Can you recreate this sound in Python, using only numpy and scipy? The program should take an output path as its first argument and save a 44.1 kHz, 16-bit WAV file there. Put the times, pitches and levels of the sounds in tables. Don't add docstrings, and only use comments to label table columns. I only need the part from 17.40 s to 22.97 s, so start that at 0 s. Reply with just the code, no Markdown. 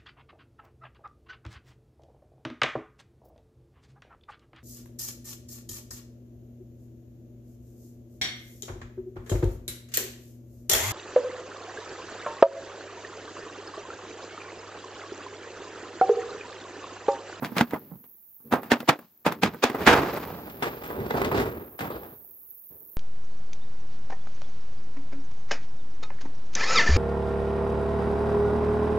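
import sys
import numpy as np
from scipy import signal
from scipy.fft import rfft, irfft, next_fast_len
from scipy.io import wavfile
from scipy.ndimage import uniform_filter1d

SR = 44100
rng = np.random.default_rng(int(sys.argv[2]) if len(sys.argv) > 2 else 0)


def transcribe(signal):
    frames = np.atleast_2d(signal).T
    limited = np.clip(frames, -1, 1)
    pcm = np.round(limited * 32767).astype(np.int16)
    wavfile.write(sys.argv[1], SR, pcm)


N = 245617
T = np.arange(N) / SR
FREE_S = 2.32
CONTACT_S = 0.0022

# start_s, peak_db, hardness_db (treble), bass_db, rattle_t60_s (at 500 Hz), left_minus_right_db
KNOCK_ROWS = [(0.022, -17, -10, 6, 0.28, -3), (0.046, -21, 13, -12, 0.17, 0),
              (0.117, -24.5, -5, -18, 0.096, -4), (0.165, -14, 2, 1, 0.3, -0.5),
              (0.181, -18.5, 17, -43, 0.2, -4), (0.19, -11, 9, -24, 0.078, 1),
              (0.209, -4.5, 7, -5, 0.091, -2), (0.308, -28.5, 6.5, -25, 0.092, -1),
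              (0.333, -10.5, -9.5, -1, 0.13, -2.5), (0.34, -15.5, -9, -18, 0.16, 2),
              (0.513, -33.5, -26, 16, 0.22, -4), (0.638, -44.5, 4.5, -24.5, 0.16, 0),
              (0.772, -61, -8, -8.5, 0.22, 1.5), (1.001, -53, -3.5, 8, 0.25, 6.5),
              (1.124, -7.5, 1.5, 2, 0.15, -1.5), (1.135, -4.5, -4.5, -27, 0.2, -3),
              (1.23, -24, 0.1, -16, 0.28, -1), (1.317, -1.5, 8, -35, 0.15, -1.5),
              (1.403, -24, 8, -22, 0.069, 2), (1.428, -23.5, -7, -25, 0.083, -3),
              (1.49, -0.5, 7, -15.5, 0.15, -1), (1.589, -33.5, -0.5, 1.5, 0.25, 0.5),
              (1.863, -3.5, 4, -1, 0.19, -1.5), (1.921, -22, 4.5, -3, 0.2, 1),
              (2.032, -5.5, 10.5, 3, 0.2, -1), (2.143, -23, -8, -29, 0.11, -1.5),
              (2.238, -3, 11, -63, 0.2, -1), (2.298, -14.5, 5, -34, 0.1, -1.5),
              (2.345, -16.5, -10.5, -35, 0.39, 0), (2.404, -25, -2, -23, 0.57, 1),
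              (2.465, -9, 18, 11.5, 0.18, -0.5), (2.473, 1.5, 6.5, -8.5, 0.52, -3),
              (2.489, -14, 15.5, -16, 0.55, 10), (2.549, -8.5, -12, -32, 0.75, -1),
              (2.767, -23, -1.5, 1, 1, -0.5), (2.857, -22, -51, 4.5, 1, -2.5),
              (2.949, -39.5, -72, 17.5, 0.54, 0), (3.07, -30, -7, -24, 0.25, -3),
              (3.097, -36.5, 15, -31, 0.4, 2), (3.186, -29, -21, -17, 0.076, 1),
              (3.223, -14, 8, -38, 0.44, 0.5), (3.435, -28, 9, -3, 1, 0),
              (3.502, -20, -10, -28, 0.54, -0.5), (3.602, -32, 5, 23, 0.16, -2),
              (3.666, -37, 13, -1, 0.079, 1), (3.706, -10, 3.5, -35, 0.057, 0.5),
              (3.74, -8.5, -18, -25, 0.39, -1.5), (3.815, -12, -1, -22, 0.25, -1.5),
              (3.846, -24.5, 14.5, -4, 0.39, 3), (3.914, -12.5, -6, -29, 0.39, -2),
              (3.971, -21, -11, -27, 0.18, 1), (3.997, -19.5, 4.5, -35, 1, 0.5),
              (4.39, -25.5, 11, -17, 0.41, 2.5), (4.406, -19.5, 7.5, 7, 0.5, -0.5),
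              (4.424, -17, -24, -27, 0.49, -2), (4.5, -22.5, -8, -21, 0.5, 0),
              (4.63, -32, -3, -23, 0.52, 0), (5.03, -58.5, -4.5, -4.5, 0.42, -1.5),
              (5.296, -56.5, -20.5, 14.5, 0.33, 0.5)]
# start_s, relative_level_db, brightness_db_per_octave
DRAG_ROWS = [(0.0, -56, -2.5), (0.22, -49, -3), (0.46, -50.5, -5.5), (0.71, -73.5, -4.5),
             (0.98, -90.5, -0.5), (1.06, -51, -7.5), (1.35, -45, -4), (1.58, -76, 3), (1.88, -73.5, -5.5),
             (1.98, -44, -6.5), (2.25, -57, -1), (2.42, -31, -4), (2.5, -40, -0.5), (2.62, -29, -3.5),
             (2.85, -45, -1.5), (3.18, -47, -4), (3.29, -39.5, -4), (3.41, -44, -3.5), (3.57, -35.5, -7),
             (3.77, -33, -3), (3.88, -28.5, -6.5), (3.99, -27.5, -3), (4.16, -36.5, -12), (4.4, -60, -21),
             (4.56, -38.5, -5), (4.87, -67, -5), (5.3, -79, -2), (5.32, -55.5, -6.5), (5.47, -65.5, -7.5),
             (5.57, -68.5, -3)]


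def undb(db):
    return 10 ** (np.asarray(db) / 20)


def pan(left_minus_right_db):
    return np.outer([0.5, -0.5], left_minus_right_db)


def on_log(table, hz, column=1):
    table = np.array(table)
    return np.interp(np.log(hz), np.log(table[:, 0]), table[:, column])


def curves(table):
    s, *columns = np.transpose(table)
    return [np.interp(T, s, c) for c in columns]


def band(x, hz, octaves):
    size = next_fast_len(N)
    bin_hz = np.maximum(np.arange(size // 2 + 1) * SR / size, 1)
    place = np.log2(bin_hz / hz) / octaves
    gain = np.cos(np.pi / 2 * np.clip(place, -1, 1)) ** 2
    y = irfft(rfft(x, size) * gain, size)[..., :N]
    return y / np.sqrt(np.mean(y ** 2))


def grains(rate_hz, scatter_db):
    hit = rng.random((2, N)) < rate_hz / SR
    size_db = scatter_db * rng.exponential(size=(2, N))
    return hit * rng.standard_normal((2, N)) * undb(size_db)


def stereo(pair, hz):
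    # frequency_hz, left_right_correlation
    alike = [(100, .99), (500, .93), (1200, .64), (3000, .52), (8000, .35), (14000, .1)]
    c = np.clip(on_log(alike, hz), 0, 1)
    shared = np.sqrt(1 + c) * pair[0]
    opposed = np.sqrt(1 - c) * pair[1] * np.array([[1], [-1]])
    return (shared + opposed) / np.sqrt(2)


def shape(t, t60_s, contact_s):
    t = np.maximum(t, 0)
    rise = np.sin(np.pi / 2 * np.minimum(t / max(contact_s, 1 / SR), 1)) ** 2
    return rise * np.exp(-np.log(1000) * t / t60_s)


def window(s):
    part = slice(max(int((s - 0.03) * SR), 0), min(int((s + 0.5) * SR), N))
    return part, T[part] - s


def stutter(rate_hz):
    k = int(SR / rate_hz)
    steps = np.repeat(rng.standard_normal(N // k + 1), k)
    return uniform_filter1d(steps, k // 2)[:N]


def rattle(chatter):
    # frequency_hz, density_db_per_hz
    colour = [(45, -16), (90, -10), (200, -1.5), (500, -5), (1000, -3.5), (2000, -12), (4000, -25),
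              (8000, -32.5), (15000, -18.5)]
    # frequency_hz, framed_db, freed_db
    frame_gain = [(50, -12.5, 3.5), (100, -3.4, 3.5), (194, 1, -2), (400, -2, -0.5), (800, -0.3, -0.4),
                  (1620, -0.8, 0), (3180, -0.52, -3.2)]
    top_db, top_growth = -11.5, 0.45
    lead_db, lead_growth, freed_lead_db = -23.5, 0.26, -3.5
    lead_s = 0.018
    snap_db, snap_growth = -14.5, 0.2
    crack_db, tail_db = -14.5, -19.0
    halving_db = 14
    framed_drag_hz, freed_drag_hz, drag_bass_db = 246, 400, -13

    out = np.zeros((2, N))
    freed = T > FREE_S
    level_db, bright_db = curves(DRAG_ROWS)
    for hz in 50 * 2 ** np.arange(0, 8.6, 0.5):
        power = np.zeros((2, N))
        treble = np.clip(np.log2(hz / 1000) / 1.8, 0, 1)
        bass = np.clip(np.log2(250 / hz) / 0.27, 0, 1)
        top = np.clip(np.log2(hz / 6000) / 1.2, 0, 1)
        colour_db = on_log(colour, hz) + 10 * np.log10(hz / 500)
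        for s, db, hardness_db, bass_db, t60_s, pan_db in KNOCK_ROWS:
            part, t = window(s)
            treble_db = treble * hardness_db * (1 - top) + top * (top_db - (1 - top_growth) * db)
            peak = undb(db + colour_db + treble_db + bass * bass_db + pan(pan_db))
            contact_s = CONTACT_S * 2 ** (-np.clip(hardness_db, -20, 20) / halving_db)

            lead_gain = undb(lead_db + lead_growth * db + (s > FREE_S) * freed_lead_db)
            lead = lead_gain * np.clip(1 + t / lead_s, 0, 1) ** 1.5 * (t < contact_s)
            crack = undb(crack_db) * shape(t, 0.016 + 0.099 * t60_s + 3 / hz, contact_s)
            tail_t60_s = max(t60_s, 0.02) * (hz / 500) ** -0.2
            tail = undb(tail_db) * shape(t, tail_t60_s, contact_s)
            power[:, part] += peak ** 2 * (lead ** 2 + crack ** 2 + tail ** 2)

            after = t - contact_s
            snap = np.sin(2 * np.pi * hz * after) * shape(after, 0.0015 + 4.0 / hz, 1.5 / hz)
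            out[:, part] += peak * undb(snap_db + snap_growth * db) * snap

        octaves = np.where(freed, np.log2(hz / freed_drag_hz), np.log2(hz / framed_drag_hz))
        drag_db = level_db + bright_db * np.clip(octaves, 0, 3.7)
        drag_db = drag_db + drag_bass_db * np.clip(-octaves / 1.8, 0, 1)
        edge_db = 5 + 14 * max(np.log2(hz / 5000), 0) + 14 * max(np.log2(70 / hz), 0)
        power += undb(drag_db - edge_db + pan(-1.2)) ** 2

        gain_db = np.where(freed, on_log(frame_gain, hz, 2), on_log(frame_gain, hz, 1))
        out += undb(gain_db) * np.sqrt(power) * stereo(band(chatter, hz, 0.49), hz)
    return out


def panel(chatter):
    # frequency_hz, relative_level_db, t60_s (before damping)
    modes = [(138, -7.5, 0.16), (236, 0, 0.25), (264, -8.5, .2), (293, -5, 0.21), (418, -4.5, 0.04),
             (420, -3, 0.089), (484.7, 1, 0.087), (596, -6, 0.05), (695, -12, 0.28), (776, -10.5, 0.2),
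             (848, -4.5, 0.14), (910, -6, 0.075), (1285, -18.5, 0.033), (1370, -10.5, 0.12),
             (1548, -6.5, 0.22), (1630, -9.5, 0.25), (2027, 2, 0.093), (2140, -12.5, 0.034),
             (2320, -20.5, 0.12), (3356, -14.5, 0.12), (3920, -16.5, .05)]
    # frequency_hz, change_db
    freed_change = [(130, 1), (234, -11), (415, -2.5), (600, -0.5), (1200, -9), (4000, 11.5)]
    ring_db, freed_ring_db = -8, 2
    ring_tilt_db = -19
    framed_sustain, freed_sustain = 0.4, 0.7
    hum_db, hum_sustain = -14.5, 0.95

    out = np.zeros((2, N))
    hz, mode_db, mode_t60_s = (c[:, None] for c in np.transpose(modes))
    chance = rng.standard_normal((len(KNOCK_ROWS), 3, len(modes), 1))
    for (s, db, hardness_db, _, _, pan_db), (share, detune, side) in zip(KNOCK_ROWS, chance):
        part, t = window(s)
        freed = s > FREE_S
        soft_db = (hardness_db + ring_tilt_db) * np.clip(np.log2(hz / 600) / 3.5, 0, 1)
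        share_db = 5.1 * (abs(share) - 1.92)
        gain = np.sign(share) * undb(mode_db + freed * on_log(freed_change, hz) + soft_db + share_db)
        sustain = freed_sustain if freed else framed_sustain
        tone = np.sin(2 * np.pi * hz * (1 + 0.015 * detune) * t)
        ring = gain * tone * shape(t, sustain * mode_t60_s, CONTACT_S)
        spread = 0.3 * side * np.sqrt(hz / 1000)
        pair = np.array([(ring * (1 + spread)).sum(axis=0), (ring * (1 - spread)).sum(axis=0)])
        out[:, part] += pair * undb(db + ring_db + freed * freed_ring_db + pan(pan_db))

    drag_db = curves(DRAG_ROWS)[0]
    for f, db, t60_s in modes[:8]:
        r = np.exp(-np.log(1000) / (hum_sustain * t60_s * SR))
        resonator = [1, -2 * r * np.cos(2 * np.pi * f / SR), r * r]
        hum = signal.lfilter([1], resonator, stereo(chatter, f))
        change_db = (T > FREE_S) * on_log(freed_change, f)
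        out += hum / hum.std() * undb(db + change_db + drag_db + hum_db)
    return signal.sosfilt(signal.butter(2, 90, "highpass", fs=SR, output="sos"), out)


def rustle():
    start_s, level_db, attack_s, t60_s = 4.5, -52, 0.012, 0.42
    blades = band(grains(5000, scatter_db=2.5), 3600, 0.8)
    return undb(level_db) * shape(T - start_s, t60_s, attack_s) * stereo(blades, 4070)


def insects():
    # start_s, relative_level_db, left_minus_right_db
    levels = [(0.0, -56.5, 0.5), (0.96, -55, -5), (1.35, -57, -1.8), (1.66, -65.5, 1.2), (1.91, -61, -0.5),
              (2.29, -60.5, 1.1), (2.44, -49, -1.5), (2.81, -52, 0.7), (4.09, -56, -4.5), (5.57, -53, -4.5)]
    # centre_hz, width_octaves, relative_level_db
    bands = [(10000, .3, -24), (11700, .22, -11), (13400, .2, -1), (15200, .2, -1)]
    # start_s, depth_ratio
    throb = [(2.4, 0.05), (3.0, .5), (4.3, 1)]
    throb_hz = 43.07
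    level_db, pan_db = curves(levels)
    beat = np.exp(0.24 * (np.cos(2 * np.pi * (throb_hz * T - 0.8)) - 1))
    hiss = np.zeros((2, N))
    for hz, octaves, db in bands:
        grit = band(grains(14000, scatter_db=3.0), hz, octaves)
        hiss += undb(db) * stereo(grit, hz)
    return hiss * (1 + curves(throb)[0] * (beat - 0.3)) * undb(level_db + pan(pan_db))


def yard():
    # centre_hz, level_db (per band)
    murmur = [(50, -93), (100, -84), (200, -86), (400, -90.5), (800, -85.5), (1600, -88), (3200, -90),
              (6400, -81)]
    air = rng.standard_normal((2, N))
    return sum(undb(db) * stereo(band(air, hz, 0.91), hz) for hz, db in murmur)


def scene():
    # start_s, delay_samples
    left_late = [(2.9, -1), (3.1, -10)]
    chatter = grains(12000, scatter_db=2.0) * undb(2.2 * stutter(70))
    wood = rattle(chatter) + panel(chatter)
    samples = np.arange(N)
    wood[0] = np.interp(samples - curves(left_late)[0], samples, wood[0])
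    return wood + rustle() + insects() + yard()


def record(dry):
    top_hz, ceiling = 15750, 1.05
    heard = signal.sosfilt(signal.butter(4, 48, "highpass", fs=SR, output="sos"), dry)
    rounded = ceiling * np.tanh(heard / ceiling)
    return signal.sosfilt(signal.ellip(12, 0.2, 95, top_hz, fs=SR, output="sos"), rounded)


dry = scene()
out = record(dry)
transcribe(out)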